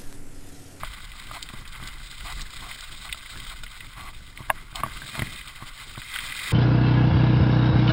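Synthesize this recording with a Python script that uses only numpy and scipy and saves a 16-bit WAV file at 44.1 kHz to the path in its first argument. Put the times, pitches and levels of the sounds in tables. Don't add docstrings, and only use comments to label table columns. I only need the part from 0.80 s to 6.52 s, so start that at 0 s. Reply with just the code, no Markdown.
import sys
import numpy as np
from scipy import signal
from scipy.fft import rfft, irfft
from scipy.io import wavfile
from scipy.ndimage import uniform_filter1d

SR = 44100
rng = np.random.default_rng(int(sys.argv[2]) if len(sys.argv) > 2 else 0)


def persist_wave(psi):
    counts = np.round(np.clip(psi, -1, 1) * 32767).astype(np.int16)
    wavfile.write(sys.argv[1], SR, np.atleast_2d(counts).T)


N = 252252
TIME = np.arange(N) / SR
RING = np.arange(SR // 10) / SR

# time_s, level_db
WIND_LEVEL = [(0.0, -42), (4.68, -45), (5.72, -51)]
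# time_s, level_db
SHAKE_LEVEL = [(0.0, -53.5), (0.38, -54.5), (0.62, -50.5), (0.91, -52), (1.35, -56), (1.93, -53),
               (2.31, -59.5), (2.53, -56), (2.8, -57.5), (3.49, -55), (3.74, -52), (3.98, -52), (4.17, -49),
               (4.41, -49), (4.56, -53), (4.97, -57), (5.26, -55.5), (5.72, -51.5)]
# frequency_hz, gain_db
WIND_EQ = [(10, -10.5), (20, -1.5), (32, -7), (50, -10.5), (80, -24), (160, -31.5), (400, -59)]
# frequency_hz, gain_db
SHAKE_EQ = [(40, -12), (80, -0.5), (125, 1.5), (170, -4), (230, -8.5), (330, -11), (480, -20), (900, -22.5)]
# pitch_hz, width_hz, gain_db
CASE_RESONANCES = [(730, 100, -10.5), (915, 43, -4.5), (1162, 240, 4.5), (1496, 230, 2), (2037, 157, 6.5),
                   (2383, 360, -3.5), (3125, 500, 0.5), (3620, 290, -1), (4150, 250, -14.5),
                   (4720, 220, -2), (4900, 62, -16)]
# start_s, length_s, level_db
PEDAL_STROKES = [(0.527, 0.06, -37), (0.98, 0.054, -59), (1.44, 0.105, -39), (1.805, 0.12, -43.5),
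                 (2.24, 0.054, -43), (2.714, 0.03, -43), (3.15, 0.17, -44), (3.58, 0.052, -46.5),
                 (3.94, 0.081, -37), (4.339, 0.067, -38), (4.797, 0.05, -44.5)]
# frequency_hz, gain_db
STRAP_EQ = [(300, 8.5), (520, -17), (680, 7), (950, 3), (1200, 5), (1500, -8), (2100, -1), (3700, -6),
            (4000, -6.5), (4220, 6.5), (4450, -13), (5400, -7)]
# start_s, level_db, pitch_hz, t60_s, relative_thump_db
BUMPS = [(0.034, -17.5, 1180, 0.016, -20), (0.5127, -26.5, 1200, 0.033, -13.5),
         (0.7369, -35, 1140, 0.016, 6), (1.0007, -33, 1270, 0.019, -7), (1.025, -36.5, 1170, 0.026, 3.5),
         (2.3452, -30.5, 1320, 0.022, -13), (2.562, -34.5, 1700, 0.019, -4.5),
         (2.834, -34, 1450, 0.04, -24), (3.605, -34.5, 1110, 0.008, 7), (3.6975, -20, 1030, 0.014, -20.5),
         (3.7018, -1, 1450, .002, -34), (3.70292, -2.5, 1550, .0016, -34), (4.0040, -25, 1410, 0.0061, -3),
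         (4.0345, -13, 1140, 0.044, -31), (4.0403, -24, 1120, 0.0074, 1), (4.063, -22, 1040, 0.0061, -7),
         (4.219, -29, 1580, 0.042, -9), (4.353, -22, 1490, 0.0062, -21), (4.3790, -30, 1090, 0.0068, 2),
         (4.3930, -16, 1720, 0.004, -3), (4.4206, -15.5, 1970, 0.018, 0), (4.8237, -31, 1110, 0.065, 2.5),
         (5.177, -29.5, 1090, .015, 3)]
# pitch_hz, level_db, t60_s
MOUNT_MODES = [(657, -22.5, 0.054), (800, -21, 0.025), (950, -27.5, 0.028), (1075, -15.5, 0.034),
               (1430, -27, 0.048), (1627, -17, 0.024), (2160, -19, 0.033), (2340, -27, 0.016),
               (2730, -27, 0.022)]
# frequency_hz, gain_db
CLACK_EQ = [(200, -16.5), (470, -25.5), (600, -0.5), (1700, 0), (2800, -2), (3600, -5), (4400, -19),
            (6000, -14)]
# start_s, level_db, pitch_hz
STONES = [(0.048, -25.5, 3400), (0.623, -31, 3550), (0.6274, -17, 3800), (0.689, -27, 2600),
          (1.0746, -24.5, 3900), (1.3131, -25, 3400), (1.524, -26.5, 4460), (1.6093, -25, 3520),
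          (1.617, -19.5, 5600), (1.9132, -23, 2160), (2.008, -25, 3960), (2.3264, -14.5, 2900),
          (2.6009, -27, 3250), (2.6978, -28, 3280), (2.836, -26, 3580), (3.006, -26, 2380),
          (3.575, -26, 2260), (3.957, -17.5, 3600), (4.393, -17, 2700), (5.2181, -23.5, 2170),
          (5.3603, -16, 2090), (5.3878, -17, 2250), (5.5226, -22, 2010)]
# start_s, length_s, level_db
PUDDLE_RUNS = [(4.25, 0.41, -43.5), (5.2, 0.82, -39), (5.56, 0.4, -37.5)]
# pitch_hz, width_hz, gain_db
FRAME_RESONANCES = [(1320, 210, -6), (1670, 110, -3.5), (1994, 51, 1.5), (2094, 140, 3), (2410, 75, 3),
                    (3150, 140, -2), (3600, 190, -5)]
# time_s, spray_db, splatter_db
MUD_LEVELS = [(0.0, -48.5, -49.5), (0.46, -49, -51), (0.86, -54, -50), (1.07, -51.5, -48),
              (1.29, -46.5, -54), (1.81, -47, -51.5), (2.48, -45.5, -53), (2.82, -49.5, -54),
              (3.08, -52, -51.5), (3.44, -54.5, -58), (3.92, -60.5, -50), (4.16, -45, -47),
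              (4.38, -46.5, -51), (4.81, -50.5, -51), (5.05, -48.5, -54), (5.42, -43.5, -45.5),
              (5.54, -43, -50), (5.72, -39.5, -47)]
# frequency_hz, gain_db
SPRAY_EQ = [(300, -12), (600, -4.5), (1000, -14), (1500, -6.5), (2300, 0), (3300, 3.5), (4000, 5.5),
            (5400, -1), (6000, -3)]
# frequency_hz, gain_db
SPLATTER_EQ = [(300, -24), (600, -10), (1000, -1.5), (1400, 2.5), (2400, 1), (3200, -4), (5400, -21.5)]

WIND_TRIM_DB, SHAKE_TRIM_DB = 2.5, 4
SPRAY_TRIM_DB, SPLATTER_TRIM_DB, POPS_TRIM_DB, SQUELCH_TRIM_DB = 1.5, 2.5, -5, -5.5
STROKE_EDGE, PUDDLE_EDGE = 0.4, 0.26
HOLD_HZ, TOP_HZ = 12000, 15600


def undb(db):
    return 10 ** (np.asarray(db) / 20)


def unit(x):
    return x / np.sqrt(np.mean(x ** 2))


def curves(table):
    times, *columns = np.transpose(table)
    return [np.interp(TIME, times, column) for column in columns]


def add(out, start_s, sound):
    i = max(int(start_s * SR), 0)
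    out[i:i + len(sound)] += sound[:max(N - i, 0)]


def equalise(x, eq):
    hz, db = np.transpose(eq)
    f = np.fft.rfftfreq(N, 1 / SR)
    gain = undb(np.interp(np.log(f + 1), np.log(hz), db))
    cepstrum = irfft(np.log(gain), N)
    cepstrum[1:N // 2] *= 2
    cepstrum[N // 2 + 1:] = 0
    return irfft(rfft(x) * np.exp(rfft(cepstrum)), N)


def resonate(x, hz, width_hz):
    return signal.lfilter(*signal.iirpeak(hz, hz / width_hz, fs=SR), x)


def ring_through(x, resonances):
    return sum(undb(db) * resonate(x, hz, width_hz) for hz, width_hz, db in resonances)


def fade(t60_s):
    return np.exp(-np.log(1000) * RING / t60_s)


def mode(hz, t60_s):
    return np.sin(2 * np.pi * hz * RING) * fade(t60_s)


def flutter(rate_hz):
    step = int(SR / rate_hz)
    held = np.repeat(rng.standard_normal(N // step + 1), step)
    return 1.22 * uniform_filter1d(uniform_filter1d(held, step), step)[:N]


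def swells(table, edge):
    out = np.zeros(N)
    for start_s, length_s, db in table:
        add(out, start_s, undb(db) * signal.windows.tukey(int(length_s * SR), edge))
    return out


def scatter(level_db, per_s, spread_db, low_hz, high_hz):
    when, size, pitch = rng.random((int(per_s * N / SR), 3)).T
    at = (when * N).astype(int)
    db = level_db[at] + spread_db * (2 * size - 1)
    return list(zip(TIME[at], db, low_hz * (high_hz / low_hz) ** pitch))


def grains(per_s, spread_db):
    size = undb(spread_db * np.minimum(rng.exponential(size=N), 5))
    return unit((rng.random(N) < per_s / SR) * size * rng.choice([-1, 1], N))


def crackle(eq, per_s, spread_db):
    return unit(ring_through(equalise(grains(per_s, spread_db), eq), CASE_RESONANCES))


def rumble():
    buffets = flutter(14)
    wind = unit(equalise(rng.standard_normal(N), WIND_EQ))
    shake = unit(equalise(rng.standard_normal(N), SHAKE_EQ))
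    wind_db = curves(WIND_LEVEL)[0] + WIND_TRIM_DB + 3.0 * buffets
    shake_db = curves(SHAKE_LEVEL)[0] + SHAKE_TRIM_DB + 2.17 * buffets + 3.34 * flutter(35)
    return wind * undb(wind_db) + shake * undb(shake_db)


def strap():
    return swells(PEDAL_STROKES, STROKE_EDGE) * crackle(STRAP_EQ, per_s=1800, spread_db=1.5)


def rattles():
    level_db = curves(SHAKE_LEVEL)[0] + 14
    hits = scatter(level_db, per_s=3.3, spread_db=1, low_hz=1050, high_hz=1630)
    t60_s, thump_db = 0.02, -3
    return [(*hit, t60_s, thump_db) for hit in hits]


def knocks():
    clacks, thumps = np.zeros((2, N))
    mount = sum(undb(db) * mode(hz, t60_s) for hz, db, t60_s in MOUNT_MODES)
    thump = mode(129, 0.065) + undb(-2) * mode(210, 0.037) + undb(-14) * mode(305, 0.067)
    thump *= 1 - fade(0.0093)
    for start_s, db, hz, t60_s, thump_db in list(BUMPS) + rattles():
        chatter = resonate(rng.standard_normal(len(RING)), hz, 1.2 * hz)
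        buzz = unit(resonate(chatter, hz, 2.9 * hz)) * fade(2.1 * t60_s)
        add(clacks, start_s, undb(db) * (mode(hz, t60_s) + mount + undb(-17) * buzz))
        add(thumps, start_s, undb(db + thump_db) * thump)
    return equalise(clacks, CLACK_EQ) + thumps


def grit():
    out = np.zeros(N)
    thrown_db = np.mean(curves(MUD_LEVELS), axis=0) + 20
    small_stones = scatter(thrown_db, per_s=8, spread_db=2.5, low_hz=1980, high_hz=3700)
    for start_s, db, hz in list(STONES) + small_stones:
        contact = 0.13 * rng.standard_normal(len(RING)) * fade(0.031)
        contact[0] += 1
        band = signal.butter(3, [hz / 1.42, hz * 1.42], "band", fs=SR, output="sos")
        crack = signal.sosfilt(band, contact)
        tick = crack + undb(19) * ring_through(crack, CASE_RESONANCES) + undb(-16) * mode(hz, 0.033)
        add(out, start_s, undb(db + 0.5) * tick / np.abs(tick).max())
    return out


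def puddles():
    drops = grains(per_s=3000, spread_db=1.5)
    low_cut = signal.butter(3, 1050, "high", fs=SR, output="sos")
    drumming = signal.sosfilt(low_cut, ring_through(drops, FRAME_RESONANCES))
    return unit(drumming) * swells(PUDDLE_RUNS, PUDDLE_EDGE) * undb(1.9 * flutter(50))


def pops(per_s, spread_db, low_hz, high_hz):
    out = np.zeros(N)
    for when, pitch, life, size in rng.random((int(per_s * N / SR), 4)):
        hz = low_hz * (high_hz / low_hz) ** pitch
        db = -spread_db * np.log(max(size, 0.03))
        cycles = 12 + 24 * life
        add(out, when * N / SR, undb(db) * mode(hz, cycles / hz))
    return unit(out)


def tyres():
    spray_db, splatter_db = curves(MUD_LEVELS)
    squelch = undb(SQUELCH_TRIM_DB) * swells(PEDAL_STROKES, STROKE_EDGE)
    mud = np.hypot(undb(splatter_db + SPLATTER_TRIM_DB), squelch)
    clumps = undb(1.67 * flutter(45) + 1.24 * flutter(170))
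    spray = crackle(SPRAY_EQ, per_s=7000, spread_db=2.5)
    spray *= undb(spray_db + SPRAY_TRIM_DB + 2.87 * flutter(90))
    splatter = crackle(SPLATTER_EQ, per_s=4000, spread_db=1.5) * mud * undb(2.7 * flutter(70))
    popping = pops(per_s=260, spread_db=4.5, low_hz=1255, high_hz=5030) * undb(spray_db + POPS_TRIM_DB)
    return clumps * (spray + splatter + popping)


def scene():
    return (tyres() + puddles() + grit() + knocks() + strap() + rumble())[None]


def record(dry):
    f = np.fft.rfftfreq(N, 1 / SR)
    passband = np.clip((6080 - f) / 650, 0, 1)
    narrow = irfft(rfft(dry) * passband, N)
    mirrored = narrow * (1 + 2 * np.cos(2 * np.pi * HOLD_HZ * TIME))
    held = irfft(rfft(mirrored) * np.sinc(f / HOLD_HZ), N)
    return signal.sosfilt(signal.ellip(8, 0.2, 70, TOP_HZ, fs=SR, output="sos"), held)


dry = scene()
out = record(dry)
persist_wave(out)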